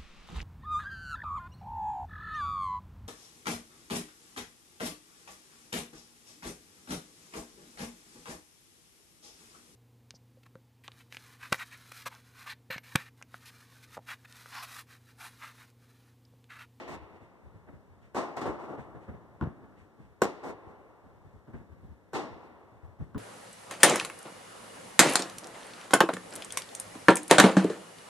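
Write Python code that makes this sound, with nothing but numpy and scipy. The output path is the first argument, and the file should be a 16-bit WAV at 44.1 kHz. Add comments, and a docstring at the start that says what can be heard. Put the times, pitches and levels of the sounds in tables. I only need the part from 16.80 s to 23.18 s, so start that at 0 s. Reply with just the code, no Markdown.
"""A rally on a carpeted court in a large indoor hall, heard from behind the near baseline.
The tail of a racket stroke dies into the hum of the hall, and shoes start to thud and brush. Softer
strokes ring near 1.5 s, the ball bounces at 2.6 s, and the loudest stroke cracks at 3.4 s, thrown back
by the end walls. A faint bounce, a soft stroke and a last bounce follow. Throughout, reflections fill
the hall, and a noise gate turns quiet passages down and opens for anything louder."""
import sys
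import numpy as np
from scipy import signal
from scipy.fft import rfft, irfft, next_fast_len
from scipy.io import wavfile
from scipy.ndimage import minimum_filter1d

SR = 44100
rng = np.random.default_rng(int(sys.argv[2]) if len(sys.argv) > 2 else 0)


def dump(signal):
    """Clip the signal to [-1, 1] and save it as 16-bit WAV at the path in sys.argv[1]."""
    limited = np.clip(np.atleast_2d(signal).T, -1, 1)
    pcm = np.round(limited * 32767).astype(np.int16)
    wavfile.write(sys.argv[1], SR, pcm)


N = 281358
RUN_IN, HOP = SR // 4, 32   # pre-roll and envelope step, in samples
ENVELOPE_S = (np.arange((N + RUN_IN) // HOP + 1) * HOP - RUN_IN) / SR
EDGES_HZ = 28 * 2 ** (np.arange(29) / 3)   # third-octave bands


def amp(db):
    """dB to gain."""
    return 10 ** (np.asarray(db) / 20)


def at_hz(points, hz):
    """Read a curve on a log-frequency axis."""
    freqs, values = np.transpose(points)
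    return np.interp(np.log(hz), np.log(freqs), values)


def bands(colour):
    """Each band's centre and its share of the power in a tone colour; the shares total 1."""
    centres = np.sqrt(EDGES_HZ[1:] * EDGES_HZ[:-1])
    power = amp(at_hz(colour, centres)) ** 2 * np.diff(EDGES_HZ)
    return zip(centres, power / power.sum())


def envelope(times, powers, rises, t60, holds=0):
    """Summed power in time: each event builds up over its rise time, holds, then falls 60 dB in t60."""
    since = np.maximum(ENVELOPE_S - times[:, None], 0)
    attack = np.minimum(since / np.reshape(rises, (-1, 1)), 1) ** 2
    fading = np.maximum(since - np.reshape(holds, (-1, 1)), 0)
    return powers @ (attack * amp(-120 * fading / t60))


def hall_noise(*sources):
    """Diffuse sound: stereo noise bands follow the power that the sources yield, band by band."""
    powers = [sum(band) for band in zip(*sources)]
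    white = rng.standard_normal((2, 2, N + RUN_IN))
    out = np.zeros((2, N))
    for k, power in enumerate(powers):
        bandpass = signal.butter(2, EDGES_HZ[k:k + 2], "band", fs=SR, output="sos")
        noise = signal.sosfilt(bandpass, white[k % 2])[:, RUN_IN:]
        out += np.sqrt(np.interp(np.arange(N) / SR, ENVELOPE_S, power)) * noise / noise.std()
    return out


# room tone colour: f/Hz, level/dB
HUM_COLOUR = [(15, -65), (25, -7.5), (113, -7), (178, -15.5), (209, -6.5), (240, -18.5), (274, -11),
              (537, -14), (741, -18), (997, -19.5), (1080, -17.5), (1530, -28.5), (1750, -15.5),
              (2300, -34.5), (15500, -47.5)]
def hum(level_db=-59.5):
    """Air and far courts lay a steady bed under the rally."""
    for _, share in bands(HUM_COLOUR):
        yield share * amp(level_db) ** 2


# decay of the first reflections and of the diffuse tail: f/Hz, t60/s
EARLY_DECAY = [(60, 0.27), (300, 0.55), (1500, 0.49), (6000, 0.36), (15000, 0.16)]
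TAIL_DECAY = [(60, 0.33), (300, 2.36), (1000, 3.41), (3000, 1.41), (8000, 0.5), (15000, 0.59)]
def reverb(hz, times, powers, rises, decay_scale, holds=0, tail_db=-16):
    """Power in one band: first reflections die quickly, a quieter tail builds more slowly and lingers."""
    early = envelope(times, powers, rises, at_hz(EARLY_DECAY, hz) * decay_scale, holds)
    tail = envelope(times, powers, rises + 0.0077, at_hz(TAIL_DECAY, hz))
    return early + amp(tail_db) ** 2 * tail


# scuff cues: t/s, level/dB
SCUFFS = [(.40, -57), (1.21, -55), (1.97, -51), (2.20, -54.5), (2.96, -54), (3.2, -59), (4.46, -66.5),
          (4.73, -60), (6.196, -61)]
# hiss of sole on carpet: f/Hz, level/dB
SCUFF_COLOUR = [(800, -25), (2000, 12), (3200, 0), (5000, -8), (8000, -8), (13000, -32), (16000, -20)]
def scuffs():
    """Soles brush the carpet in short, soft swishes."""
    times, level_db = np.transpose(SCUFFS)
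    for _, share in bands(SCUFF_COLOUR):
        yield envelope(times, share * amp(level_db) ** 2, rises=0.058, t60=0.26)


# footstep cues: t/s, level/dB, brightness/(dB per octave)
STEPS = [(0.158, -58, -13), (0.399, -43, 5.5), (0.62, -51, -5), (0.729, -48, 0), (0.868, -45.5, 7.5),
         (0.92, -39.5, 5), (1.07, -59, -5), (1.662, -37, -3), (1.973, -31, 6), (2.142, -34.5, 4.5),
         (2.276, -31.5, 4.5), (2.327, -39, 7.5), (2.818, -42, 5), (3.183, -39.5, 1.5), (3.854, -42.5, 0),
         (4.251, -41, 2), (4.439, -43.5, 1), (4.518, -48.5, -2), (4.731, -31.5, 5), (4.787, -39, 3.5),
         (4.877, -52.5, -2.5), (5.026, -36.5, -1.5), (5.079, -49, -4), (5.498, -40, -3), (6.028, -41.5, -6),
         (6.077, -42.5, -5), (6.195, -27, -1)]
# thud of shoe on carpet: f/Hz, level/dB
STEP_COLOUR = [(18, -36), (30, 3.5), (103, 4), (260, -10.5), (345, -16), (860, -31.5), (1060, -32.5),
               (2000, -37), (2600, -57), (4400, -120)]
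def footsteps(shuffles=40, shuffle_db=-59.5, spread_db=4, firm_db=-42.5, rise_s=0.023, tail_db=-18.5):
    """Shoes thud on the carpet and stir the hall, with light shuffles at random moments."""
    when, size = rng.random((shuffles, 2)).T
    light_steps = np.column_stack([when * N / SR, shuffle_db + spread_db * (2 * size - 1), 0 * when])
    times, level_db, tilt = np.vstack([STEPS, light_steps]).T
    drag_s = 0.0061 + 0.006 * np.clip(firm_db - level_db, 0, 12)   # softer steps drag on longer
    for hz, share in bands(STEP_COLOUR):
        powers = share * amp(level_db + tilt * np.clip(np.log2(hz / 140), -1, 2)) ** 2
        thud = envelope(times, powers, rise_s, t60=0.14, holds=drag_s)
        tail = envelope(times, powers, rise_s + 0.014, at_hz(TAIL_DECAY, hz))
        yield thud + amp(tail_db) ** 2 * tail


def ring(clicks, modes):
    """Clicks set every mode ringing as a damped sine; the pre-roll is dropped."""
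    out = 0
    for hz, level_db, t60 in modes:
        r, w = amp(-60 / (t60 * SR)), 2 * np.pi * hz / SR
        mode = signal.lfilter([0, np.sin(w)], [1, -2 * r * np.cos(w), r * r], clicks + 1e-18)
        out = out + amp(level_db - 10) * mode
    return out[..., RUN_IN:]


def impacts(times, body_db, crack_db, modes, mirrors, split_hz, capsule_lag_s=0.00003):
    """Blows arrive directly and off the nearest surfaces, a little later at the second capsule."""
    body, crack = np.zeros((2, 2, N + 2 * RUN_IN))
    direct = (0.00023, 0.013, 0.016)
    for delay, low_db, high_db in [direct] + mirrors:
        at = np.round((times + delay + [[0], [capsule_lag_s]]) * SR).astype(int) + RUN_IN
        body[[[0], [1]], at] -= amp(body_db + low_db)
        crack[[[0], [1]], at] -= amp(crack_db + high_db)
    low_modes = [m for m in modes if m[0] < split_hz]
    high_modes = [m for m in modes if m[0] >= split_hz]
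    return (ring(body, low_modes) + ring(crack, high_modes))[:, :N]


# bounce cues: t/s, direct level/dB, reverb level/dB, reverb brightness/(dB per octave)
BOUNCES = [(2.612, -22, -30.5, 2), (4.675, -47.5, -43.5, 1), (6.347, -31, -32.5, 0)]
# ball resonances: f/Hz, level/dB, t60/s
BALL_MODES = [(146, 13, 0.027), (263, -25, 0.017), (1075, 2.5, 0.02), (1407, -1, 0.03), (3200, -73, 0.0055)]
# slaps off the nearest surfaces: delay/s, body level/dB, crack level/dB
BOUNCE_MIRRORS = [(.014, 4, -6.5), (0.027, 1, -7.5), (.045, -3, -21), (.06, 2, -41)]
def ball_bounces():
    """The ball hits the carpet and rings briefly: a low thump with a hollow pock on top."""
    times, level_db, _, _ = np.transpose(BOUNCES)
    return impacts(times, level_db, level_db, BALL_MODES, BOUNCE_MIRRORS, split_hz=600)


# colour of a bounce's reverb: f/Hz, level/dB
BOUNCE_COLOUR = [(24, -24), (40, 2), (117, -1), (229, -3.5), (301, -6), (484, -18.5), (1020, -24),
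                 (1560, -29.5), (2330, -38), (3650, -82), (15500, -82)]
def bounce_reverb():
    """The hall answers each bounce with a dark boom."""
    times, _, level_db, tilt = np.transpose(BOUNCES)
    for hz, share in bands(BOUNCE_COLOUR):
        powers = share * amp(level_db + tilt * np.clip(np.log2(hz / 140), -1, 3)) ** 2
        yield reverb(hz, times, powers, rises=0.01, decay_scale=0.61)


# stroke cues: t/s, body level/dB, crack level/dB; then for the reverb: level/dB, rise/s,
# end-wall round trip/s, early decay/ratio, treble/dB, end-wall echo/dB, ring/Hz, bass/dB
STROKES = [(-0.14, -20, -20, -30, 0.0013, 0.214, 1, 5, -14, 2600, 2),
           (1.346, -35.5, -40, -27.5, 0.035, 0.28, 0.91, -1, -21, 920, 0.5),
           (1.566, -66, -37.5, -34.5, 0.0056, 0.218, 0.81, -6, -10.5, 3130, -1.5),
           (1.612, -63, -39, -35, 0.0057, .2156, 0.75, -4.5, -17.5, 3240, 1.5),
           (1.655, -33.5, -58, -33.5, 0.012, 0.22, 1, -10, -11, 477, 1.5),
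           (3.418, -15, -13, -27.5, 0.0073, 0.21, 0.67, 1, -12, 430, 0),
           (5.332, -34.5, -35, -29, 0.027, 0.26, .95, -1, -29, 3430, 2)]
def end_wall_echoes(second_trip_db=-13, echo_decay_scale=0.34):
    """Each stroke, then its two trips to the end wall and back: times, levels, rises, decay scales."""
    times, _, _, level_db, rise, trip, decay_scale, _, echo_db, _, _ = np.transpose(STROKES)
    return (np.concatenate([times, times + trip, times + 2 * trip]),
            np.concatenate([level_db, level_db + echo_db, level_db + echo_db + second_trip_db]),
            np.concatenate([rise, rise + 0.0052, rise + 0.069]),
            np.concatenate([decay_scale, np.full(2 * len(times), echo_decay_scale)]))


# colour of a stroke's reverb: f/Hz, level/dB
STROKE_COLOUR = [(24, -76), (40, -23.5), (317, -7), (686, -10.5), (778, -9.5), (1050, -11.5), (1820, -26),
                 (2330, -5), (2640, -34.5), (3650, -26.5), (4920, -28), (8110, -31.5), (12100, -58),
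                 (13300, -28), (15500, -66)]
def stroke_reverb(treble_db_per_trip=-7.5, echo_hold_s=0.077, ring_db=4, ring_octaves=0.59):
    """Strokes fill the hall; their end-wall echoes come back smeared and duller with every trip."""
    times, level_db, rises, decay_scale = end_wall_echoes()
    treble_db, _, ring_hz, bass_db = np.tile(np.transpose(STROKES)[7:], 3)
    trips = np.repeat(np.arange(3), len(STROKES))
    for hz, share in bands(STROKE_COLOUR):
        low_shelf = bass_db * np.clip(np.log2(600 / hz), 0, 1.5)
        high_shelf = (treble_db + treble_db_per_trip * trips) * np.clip(np.log2(hz / 1500), 0, 1)
        bell = ring_db * np.exp(-(np.log2(hz / ring_hz) / ring_octaves) ** 2)
        powers = share * amp(level_db + low_shelf + high_shelf + bell) ** 2
        yield reverb(hz, times, powers, rises, decay_scale[:, None], echo_hold_s * (trips > 0))


def scattered_clicks(echoes_per_s=340, send_db=-18):
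    """Beams and walls return separate copies of each stroke, uneven in size: one click for each."""
    times, level_db, rises, _ = end_wall_echoes()
    power = envelope(times, amp(level_db + send_db) ** 2, rises, t60=0.36)
    shape = (2, N + RUN_IN)
    clicks = (rng.random(shape) < echoes_per_s / SR) * rng.standard_normal(shape)
    return clicks * np.sqrt(np.repeat(power, HOP)[:N + RUN_IN])


# resonances of strings and frame: f/Hz, level/dB, t60/s
RACKET_MODES = [(223, -20, 0.15), (340, 2.5, 0.018), (475, -0.5, 0.024), (720, 5, 0.011), (1084, -1, 0.014),
                (1470, -1, 0.0078), (1970, -16.5, 0.0033), (2380, -10, 0.015), (4080, -8.5, 0.0057),
                (5860, -5, 0.004), (7330, 0.5, 0.0024), (13100, -12.5, 0.0098)]
# slaps off floor and player, then walls and roof: delay/s, body level/dB, crack level/dB
STROKE_MIRRORS = [(.0021, 10.5, 6.5), (.0042, 6.5, 1), (.0074, 7, -11), (0.018, -9, -1), (0.026, -2, 0),
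                  (.036, 1.5, -9)]
def racket_strokes():
    """The ball sets strings and frame ringing; little of the blow reaches below 160 Hz."""
    times, body_db, crack_db = np.transpose(STROKES)[:3]
    hits = impacts(times, body_db, crack_db, RACKET_MODES, STROKE_MIRRORS, split_hz=2200)
    scatter = ring(scattered_clicks(), RACKET_MODES)
    return signal.sosfilt(signal.butter(2, 160, "high", fs=SR, output="sos"), hits + scatter)


def scene():
    """Sound at the two capsules: rackets and ball in front, footwork and the hall around them."""
    blows = racket_strokes() + ball_bounces()
    hall = hall_noise(hum(), scuffs(), footsteps(), bounce_reverb(), stroke_reverb())
    return blows + amp(5) * hall


def fall_slowly(db, db_per_s):
    """Follow a level up at once and down no faster than a steady rate."""
    slope = db_per_s * np.arange(N) / SR
    return np.maximum.accumulate(db + slope) - slope


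def noise_gate(x, shut_db=-6, open_db=2, knee_db=9, window_s=0.004, ahead_s=0.011, hold_s=0.02):
    """Gain follows the level: down below the threshold, up above it, held a moment, then released."""
    ahead, hold = int(ahead_s * SR), int(hold_s * SR) // 2 * 2 + 1
    pole = np.exp(-1 / (window_s * SR))
    start_power = np.mean(x[:, :400] ** 2)
    power, _ = signal.lfilter([1 - pole], [1, -pole], np.mean(x ** 2, axis=0), zi=[start_power])
    level_db = 10 * np.log10(np.pad(power[ahead:], (0, ahead), "edge") + 1e-12)
    peak_db = fall_slowly(level_db, db_per_s=31)
    threshold_db = np.maximum(-42.5, peak_db - 8)   # stands higher after a loud peak
    gain_db = shut_db + (open_db - shut_db) / (1 + np.exp((threshold_db - level_db) / knee_db))
    held_db = -minimum_filter1d(-gain_db, hold, origin=hold // 2, mode="nearest")
    return x * amp(fall_slowly(held_db, db_per_s=250))


# phase between the mixed capsules: f/Hz, phase/rad
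CAPSULE_PHASE = [(0, 1.84), (130, 1.73), (300, 0.98), (700, 0.77), (1180, 0.17)]
# bleed of the other capsule into each channel: f/Hz, level/dB
BLEED = [(100, -4.5), (1200, -2.5), (3000, -3.5), (6000, -17.5), (14000, -9)]
# balance, left over right: f/Hz, level/dB
BALANCE = [(60, 6.5), (110, 4.5), (200, 2.5), (380, 2), (700, 2.5), (1290, 2), (2380, 1), (4400, 3),
           (8120, 9.5), (15000, -2)]
def record(dry, first_capsule_db=-2.5, hz_per_turn=2340, low_cut_hz=59, high_cut_hz=16000):
    """Each channel mixes both capsules, turned in phase against each other; then low cut, gate, top cut."""
    size = next_fast_len(N + 4096)
    hz = np.arange(size // 2 + 1) * SR / size
    treble_turns = np.maximum(hz - CAPSULE_PHASE[-1][0], 0) / hz_per_turn
    phase = np.interp(hz, *np.transpose(CAPSULE_PHASE)) + 2 * np.pi * treble_turns
    turn = np.exp(0.5j * phase)
    bleed = amp(at_hz(BLEED, hz + 1))
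    pan = amp(at_hz(BALANCE, hz + 1) / 2)
    first, second = rfft(dry, size) * amp([[first_capsule_db], [0]]) / np.sqrt(2)
    left = (first * turn + bleed * second / turn) * pan
    right = (bleed * first / turn + second * turn) / pan
    out = irfft([left, right], size)[:, :N]
    out = signal.sosfilt(signal.butter(4, low_cut_hz, "high", fs=SR, output="sos"), out)
    out = noise_gate(out)
    return signal.sosfilt(signal.cheby2(14, 60, high_cut_hz, fs=SR, output="sos"), out)


dry = scene()
out = record(dry)
dump(out)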